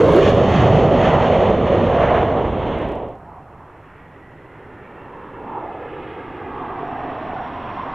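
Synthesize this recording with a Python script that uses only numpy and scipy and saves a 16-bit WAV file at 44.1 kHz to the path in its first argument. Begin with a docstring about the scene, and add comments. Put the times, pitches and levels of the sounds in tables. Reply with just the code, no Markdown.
"""A jet fighter roars away to land; its sound fades into that of a second one, far off and closing in.
Both are heard from the airfield fence. The roar is hot exhaust mixing with the air. It swells and
howls, and its echo off the ground adds a slowly sweeping whoosh. The first jet is so close that
the microphone crackles; the second whines and whistles with its spinning blades."""
import sys
import numpy as np
from scipy import signal
from scipy.io import wavfile
from scipy.ndimage import uniform_filter1d

SR = 44100
rng = np.random.default_rng(int(sys.argv[2]) if len(sys.argv) > 2 else 0)


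def bounce(signal):
    """Save signal as a 16-bit WAV file at the path given by the first command-line argument."""
    frames = np.transpose(np.atleast_2d(signal))
    limited = np.clip(frames, -1, 1)
    pcm = np.round(limited * 32767).astype(np.int16)
    wavfile.write(sys.argv[1], SR, pcm)


N = 350154
TIME = np.arange(N) / SR
FRAME, HOP = 2048, 512   # noise is shaped in short overlapping frames; sizes in samples
BINS = np.maximum(np.fft.rfftfreq(FRAME, 1 / SR), 1)   # the frequencies in a frame, Hz
STEPS = np.arange(N // HOP + 2) * HOP / SR   # the time of each frame, s
FAR_S, OVERHEAD_S = 3.25, 11.5   # when the second jet is far off, and when it would be overhead
CUTOFF_HZ = 14400
# the four zones of exhaust noise (rumble, roar, rush, hiss): low f/Hz, high f/Hz
ZONES = [(40, 200), (250, 1300), (1500, 4000), (4500, 7500)]


def departing_jet(behind_bank_s=(1.75, 2.65)):
    """Heard from behind: it fades, the hiss fastest, surges in gusts and sinks behind a grass bank."""
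    # tone colour of the exhaust from behind: f/Hz, relative level/dB
    spectrum = [(20, -16.5), (45, -2.5), (110, 1.5), (260, 3), (560, 0.7), (950, -7.5), (1500, -18),
                (2000, -18), (2400, -22.5), (3000, -21), (3450, -26), (3950, -36.5), (4350, -40),
                (4750, -53.5), (5500, -51), (6600, -48), (8300, -70.5), (12200, -76.5)]
    # one row per zone: starting level/dB, fading/(dB per s), loss behind the bank/dB
    receding = [(-19, 1.3, 6.5), (-14, 1.5, 4.5), (-33.5, 0.84, 5.5), (-50, 6.5, 4.5)]
    # rush and hiss surge together: t/s, half length/s, boost/dB
    surges = [(0.274, 0.082, 6.5), (0.58, 0.096, 6.5), (0.77, 0.059, 5), (1.052, 0.076, 4.5),
              (1.268, 0.18, 4.5), (2.079, 0.24, 3.5), (2.78, 0.15, 5)]
    # echo off the ground: t/s, lag/ms, strength (0-1)
    reflection = [(0, 1.92, .65), (.22, 1.72, .55), (.5, 1.61, .3), (1, 1.56, .3), (1.2, 1.6, .12),
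                  (1.6, 1.66, .18), (2.6, 1.85, .05)]
    hidden = np.interp(STEPS, behind_bank_s, [0, 1])
    rumble, roar, rush, hiss = [db - loss * STEPS - shadow * hidden for db, loss, shadow in receding]
    surge = sum(db * bell(STEPS, s, length) for s, length, db in surges)
    levels = [rumble, roar, rush + surge, hiss + surge]
    change_db = swells_and_dips(flicker_db=0.5)
    ground = ground_echo(*in_time(reflection, STEPS))
    return exhaust(levels, spectrum, change_db, ground, absorb_db_per_khz=17.5, churn_db=1.0, churn_hz=14)


def approaching_jet(far_rumble_db=-48, db_per_halving=9.5, steady_lag_ms=1.3, climb_lag_ms=.71):
    """Heard from ahead: it grows louder and brighter, and its whoosh slides down as it stands higher."""
    # tone colour of the exhaust from ahead: f/Hz, relative level/dB
    spectrum = [(20.0, -7), (50.0, -10), (115.0, 1.5), (200.0, -1.5), (380.0, -2), (600.0, -6), (950.0, -6),
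                (1500.0, -11), (2000.0, -14), (2350, -20.5), (2650, -19.5), (3000, -25.5), (3400, -29),
                (3900, -40), (4700, -51)]
    # growing loudness: t/s, roar level/dB, rush level/dB
    nearing = [(3.2, -45.5, -58), (4.28, -45, -53.5), (5.48, -37, -48.5), (7.0, -33, -43),
               (7.9, -30.5, -42)]
    distance = np.maximum((OVERHEAD_S - STEPS) / (OVERHEAD_S - FAR_S), 0.1)   # 1 when far off
    rumble = far_rumble_db - db_per_halving * np.log2(distance)
    levels = [rumble, *in_time(nearing, STEPS)]
    change_db = swells_and_dips(flicker_db=1.2) + thinning_air()
    echo_strength = .48 * bell(STEPS, centre=6.2, half_width=1.3)
    ground = ground_echo(steady_lag_ms + climb_lag_ms / distance, echo_strength, grass_hz=3400)
    return exhaust(levels, spectrum, change_db, ground, absorb_db_per_khz=8, churn_db=.25, churn_hz=39)


def exhaust(levels, spectrum, change_db, ground, absorb_db_per_khz, churn_db, churn_hz):
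    """Stereo noise of hot gas swirling into the air, after its way through the air and over the ground."""
    # faint noise that differs between left and right, widening the treble:
    # f/Hz, level/dB against the direct sound
    width = [(30, -17.5), (500, -41.5), (1500, -19.5), (3000, -18), (5000, -5), (8000, -15.5)]
    beyond_khz = np.maximum(BINS - spectrum[-1][0], 0)[:, None] / 1000
    gain = from_db(at_bins(spectrum) - absorb_db_per_khz * beyond_khz)   # the air swallows the top
    # each zone follows its own level; the frequencies between zones blend
    zones = ZONES[:len(levels)]
    powers = [np.sum(gain[(BINS > low) & (BINS < high)] ** 2) for low, high in zones]
    lifts_db = [level - 10 * np.log10(power) for level, power in zip(levels, powers)]
    edges = np.log(zones).ravel()
    blend = np.transpose([np.interp(np.log(BINS), edges, row.repeat(2)) for row in np.eye(len(zones))])
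    gain = gain * from_db(blend @ lifts_db + change_db) * ground
    direct = shaped_noise(gain)
    side = shaped_noise(gain * from_db(at_bins(width)))
    # big swirls shake everything above the rumble together, which makes the noise tear
    upper = filtered(direct, 1, 500, "high")
    churn = from_db(churn_db * uniform_filter1d(drift(churn_hz, TIME)[0], size=40))
    return direct + upper * (churn / rms(churn) - 1) + side * [[1], [-1]]


def swells_and_dips(flicker_db, flicker_hz=12.0, bands=16):
    """Gliding swells and dips in single bands of the roar, and a flicker that grows with pitch; in dB."""
    # one band gets briefly louder or softer:
    # t/s, half length/s, f/Hz, glide/(octaves per s), half width/octaves, boost/dB
    swells = [(.02, 0.15, 305, -0.29, 0.19, 13.5), (.02, 0.1, 465, 0.89, 0.13, 9.5),
              (.17, 0.062, 370, 0.28, 0.3, 12.5), (.34, 0.074, 455, 0.63, 0.25, 6),
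              (0.31, 0.42, 3500, -.2, .23, 3.5), (0.28, 0.7, 45.6, 0.22, 0.57, -8.5),
              (0.553, 0.055, 520, 0, 0.37, -8), (0.67, 0.16, 120, .72, 1, 6.5),
              (.78, 0.22, 630, -2.4, 0.86, 4), (1.164, 0.098, 980, -0.64, 0.69, 8),
              (1.35, .25, 293, -0.33, 0.24, -9), (1.396, 0.15, 590, -1.8, 0.6, 4.5),
              (1.804, 0.19, 535, -0.5, .17, 6), (2.12, 0.19, 680, 0.3, 0.26, 6.5),
              (2.1, 0.28, 270, -0.12, 0.44, -3), (2.373, 0.09, 780, 0.55, 1, 5.5),
              (2.1, .16, 1330, 0.3, 1, 8.5), (2.86, 0.77, 56.4, 0.12, 1, 9.5), (2.1, .3, 5500, 0, 0.32, 4),
              (2.86, 0.45, 920, -.2, 0.4, 4.5), (3.05, 0.22, 370, 0.34, 0.22, 2.5),
              (3.05, 0.14, 597, -0.58, 0.88, 6.5), (2.93, 0.2, 2050, 0, 0.35, 2.5),
              (3.33, 0.084, 960, 0.73, 0.4, 8), (3.33, 0.37, 700, 0.079, 0.21, 6.5),
              (3.63, 0.26, 1020, 0.11, 0.43, 4.5), (3.96, 0.19, 2500, 0.68, 0.96, 3),
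              (4.1, .63, 206, -0.018, 0.2, -10), (4.2, .6, 52, 0, .6, 4.5),
              (4.73, 0.21, 320, -1.2, 0.46, 4.5), (5.21, 0.15, 1040, 0.2, 0.14, 8),
              (5.25, 0.075, 490, -0.11, 0.14, 8), (5.3, 0.1, 710, -0.16, 0.16, -10),
              (5.54, 0.16, 960, 0.97, 0.38, 11.5), (5.56, 0.053, 380, 0, .3, 2.5),
              (5.7, 0.2, 684, -0.086, 0.28, 12), (5.9, 0.19, 506, -0.33, 0.12, 10),
              (5.5, 0.21, 240, 0.49, 0.54, 6), (6, 0.19, 2850, 0.28, 0.7, 5), (6.1, .6, 62, 0, 0.55, -2),
              (6.0, 0.95, 295.6, -1.1, 0.46, 2), (6.8, 0.25, 590, 0.17, 0.1, -5),
              (6.66, 0.17, 1060, -0.16, 0.23, 9.5), (6.62, 0.091, 780, -.2, 0.24, 4.5),
              (6.98, 0.35, 700, -0.46, 0.29, 10.5), (7.02, 0.25, 1020, -0.58, 0.37, 5),
              (7.38, 0.086, 748, -.1, 0.055, 12), (7.39, 0.089, 840, 0.28, 0.28, 5.5),
              (7.05, 0.35, 1750, 0, 0.099, 4.5), (6.98, 0.78, 262, 0.04, 0.12, 9),
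              (7.63, 0.43, 350, 0.21, 0.67, -6), (7.8, 0.45, 740, 0.28, 0.11, 6.5),
              (7.88, 0.5, 1040, 0.2, 0.22, 9), (7.7, .25, 3330, 0, .1, 2.5), (7.88, .3, 150, 0, .3, -5.5),
              (3.3, 0.32, 67, 0, .5, 3)]
    pitch = np.log2(BINS)
    centres = np.linspace(np.log2(ZONES[0][1]), np.log2(CUTOFF_HZ), bands)
    blend = np.transpose([np.interp(pitch, centres, row) for row in np.eye(bands)])
    treble_weight = (BINS / (BINS + 500))[:, None]
    db = flicker_db * blend @ drift(flicker_hz, STEPS, bands) * treble_weight
    for s, length, hz, glide, octaves, boost_db in swells:
        near = np.abs(STEPS - s) < 3 * length
        centre = np.log2(hz) + glide * (STEPS[near] - s)
        db[:, near] += boost_db * bell(STEPS[near], s, length) * bell(pitch[:, None], centre, octaves)
    return db


def ground_echo(lag_ms, strength, grass_hz=2000):
    """The ground returns a late, duller copy that lifts some pitches and weakens others; the gains."""
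    hz = BINS[:, None]
    echo = strength / (1 + (hz / grass_hz) ** 2)
    return np.sqrt(1 + echo ** 2 + 2 * echo * np.cos(2 * np.pi * hz * lag_ms / 1000))


def thinning_air(db_per_khz_per_s=1.15, from_hz=2000, top_hz=5500):
    """Less air lies in the way as the jet closes in, so its treble grows; the change in dB."""
    khz = (np.clip(BINS, from_hz, top_hz) - from_hz)[:, None] / 1000
    midway_s = (FAR_S + STEPS[-1]) / 2
    return db_per_khz_per_s * khz * (STEPS - midway_s)


def thumps(band_hz=(240, 1100)):
    """Brief dull thumps in the roar."""
    # single thumps: t/s, peak level/dB
    peaks = [(.642, -8), (1.024, -11), (1.361, -9), (1.813, -8), (2.179, -9), (2.231, -5), (5.459, -23),
             (5.578, -18), (6.702, -19), (6.831, -19), (7.333, -15)]
    unit_peak = np.abs(steep_band(signal.unit_impulse(FRAME), band_hz)).max()
    return steep_band(clicks(peaks), band_hz) / unit_peak


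def cracks(spit_ms=.5, band_hz=(2600, 12500), front_db=-1.5, spit_db=-11):
    """The sharpest sound waves of the close jet make the microphone snap and spit a little noise."""
    # bright snaps: t/s, relative level/dB
    snaps = [(.004, -30), (.02, -29), (.037, -32), (.069, -34), (.085, -29), (.113, -31), (.124, -23),
             (.133, -31), (.1367, -29), (.149, -33), (.1595, -30), (.1638, -25), (.165, -24), (.1835, -31),
             (.237, -33), (.268, -35), (.273, -35), (.297, -29), (.31, -30), (.354, -35), (.358, -37),
             (.433, -38), (.504, -36)]
    fronts = from_db(front_db) * clicks(snaps)
    window = bell(np.arange(-200, 201) / SR * 1000, 0, spit_ms)
    spit = from_db(spit_db) * signal.fftconvolve(fronts, window, "same") * rng.standard_normal((2, N))
    return filtered(fronts + spit, 2, band_hz, "band")


def fan_whistles():
    """Gusts carry in tones of the fan blades: they swell out of the far roar, glide and sink back."""
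    # whistles: t/s, half length/s, f/Hz, glide/(Hz per s), half width/Hz, level/dB
    whistles = [(3.997, 0.11, 2280, 0, 65, -62), (4.88, .12, 2290, 0, 65, -59),
                (4.256, 0.43, 1943, 251.5, 48, -55), (4.541, 0.087, 2070, 302.5, 63, -56),
                (4.949, 0.13, 2730, 149, 50, -62), (5.05, 0.61, 1763, -100, 90, -54),
                (5.42, 0.22, 2710, 349, 34.6, -67), (6.225, .17, 2130, -9, 49.6, -54),
                (6.656, .2, 2627, 2, 69, -65)]
    return sum(from_db(db) * bell(TIME, s, length) * blade_tone(hz + glide * (TIME - s), width)
               for s, length, hz, glide, width, db in whistles)


def compressor_whine():
    """The fast blades in the air intakes of the approaching jet sing one high tone."""
    # course of the whine: t/s, f/Hz, level/dB
    whine = [(3.2, 5600, -110), (5.8, 5250, -92), (6.2, 5300, -85), (6.58, 5230, -88), (6.85, 5610, -77),
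             (7.3, 5500, -78), (7.45, 5570, -75), (7.68, 5540, -75.5), (7.78, 5520, -71), (7.94, 5500, -78)]
    hz, db = in_time(whine, TIME)
    return from_db(db) * blade_tone(hz, half_width_hz=85)


def blade_tone(hz, half_width_hz):
    """The tone of spinning blades, smeared into a narrow band by swirling air; rms 1."""
    smear = filtered(rng.standard_normal((2, N)), 2, half_width_hz)
    phase = 2 * np.pi * np.cumsum(hz) / SR
    tone = smear[0] * np.sin(phase) + smear[1] * np.cos(phase)
    return tone / rms(tone)


def background(hiss_db=-70.5, crossfeed=0.079, tick_gain_db=18, tick_hz=3000):
    """Soft microphone hiss, a thin steady ringing, and faint dry ticks as one jet fades into the other."""
    # tone colour of the hiss: f/Hz, relative level/dB
    spectrum = [(20, 3.5), (1000, 9.5), (4000, 4.5), (7000, 1.5), (14000, -1.5)]
    # ringing tones: f/Hz, level/dB
    tones = [(4134, -87.5), (5512, -88.5), (6891, -90.5), (8269, -93), (9647, -94.5), (11025, -96),
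             (12403, -96), (13781, -98)]
    # ticks: t/s, relative level/dB
    tick_list = [(2.788, -42), (2.8213, -44), (2.8547, -55), (2.888, -43), (2.9215, -42), (2.955, -44),
                 (2.9884, -54), (3.0883, -51), (3.155, -54), (3.1884, -56)]
    hiss = from_db(hiss_db) * np.array([steady_noise(spectrum), steady_noise(spectrum)])
    ringing = sum(np.sqrt(2) * from_db(db) * np.sin(2 * np.pi * hz * TIME) for hz, db in tones)
    ticks = from_db(tick_gain_db) * filtered(clicks(tick_list), 1, tick_hz)
    return hiss + crossfeed * hiss[::-1] + ringing + ticks


def shaped_noise(gain):
    """Noise whose strength follows a grid of gains: a row per frequency, a column per frame."""
    white = rng.standard_normal((len(STEPS) - 1) * HOP)
    frames = signal.stft(white, nperseg=FRAME, noverlap=FRAME - HOP)[2]
    return signal.istft(frames * gain, nperseg=FRAME, noverlap=FRAME - HOP)[1][:N] * np.sqrt(FRAME / 2)


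def steady_noise(spectrum):
    """Unchanging noise with the given tone colour; rms 1."""
    noise = shaped_noise(from_db(at_bins(spectrum)))
    return noise / rms(noise)


def drift(rate_hz, times, count=1):
    """Rows of smooth random wandering at evenly spaced times; rms 1."""
    pole = np.exp(-2 * np.pi * rate_hz * times[1])
    white = rng.standard_normal((count, 2 * len(times)))
    slow = signal.lfilter([1], [1, -2 * pole, pole * pole], white)[:, len(times):]
    return slow / rms(slow)


def clicks(rows):
    """One single-sample click for each row of t/s, level/dB."""
    out = np.zeros(N)
    for s, db in rows:
        out[round(s * SR)] = from_db(db)
    return out + 1e-18


def filtered(x, order, hz, kind="low"):
    """Keep the lows, the highs or a band; a higher order cuts more steeply."""
    return signal.sosfilt(signal.butter(order, hz, kind, fs=SR, output="sos"), x)


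def steep_band(x, band_hz):
    """Keep one band, filtering twice for steep edges."""
    return filtered(filtered(x, 2, band_hz, "band"), 2, band_hz, "band")


def at_bins(spectrum):
    """A table of f/Hz, level/dB read at every frequency in BINS, as a column."""
    hz, db = np.transpose(spectrum)
    return np.interp(np.log(BINS), np.log(hz), db)[:, None]


def in_time(rows, times):
    """One curve for each column after t/s, its points joined by straight lines."""
    s, *columns = np.transpose(rows)
    return np.array([np.interp(times, s, column) for column in columns])


def bell(x, centre, half_width):
    """A smooth hump of height 1."""
    return np.exp(-((x - centre) / half_width) ** 2)


def from_db(db):
    """Decibels to gain."""
    return 10 ** (np.asarray(db) / 20)


def rms(x):
    """Root mean square: the average strength of a signal."""
    return np.sqrt(np.mean(x ** 2) + 1e-24)


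def scene(handover_s=(2.72, 3.19)):
    """The departing jet fades out as the approaching one fades in."""
    share = np.interp(TIME, handover_s, [0, 1])
    jets = (1 - share) * departing_jet() + share * approaching_jet()
    return jets + thumps() + compressor_whine() + fan_whistles() + background()


def record(dry, rasp_hz=(5500, 11000), rasp_db=-45, rasp_power=2.2, left_db=-1.58):
    """The microphone rounds off loud peaks, rasps and snaps; the left is weaker, the top treble is cut."""
    # where the microphone overloads: t/s, limit (1 = full scale)
    headroom = [(0, .58), (.2, .62), (.36, .8), (.52, 1.4)]
    limit, = in_time(headroom, TIME)
    dry = dry * np.minimum(TIME / .003, 1)   # soft start
    rounded = dry / (1 + (dry / limit) ** 6) ** (1 / 6)
    # every peak that nears the limit rasps
    rasp = from_db(rasp_db) * np.abs(rounded / limit) ** rasp_power * rng.standard_normal((2, N))
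    rasp = filtered(rasp, 2, rasp_hz, "band")
    out = (rounded + rasp + cracks()) * from_db([[left_db], [0]])
    return signal.sosfilt(signal.ellip(10, .1, 80, CUTOFF_HZ, fs=SR, output="sos"), out)


dry = scene()
out = record(dry)
bounce(out)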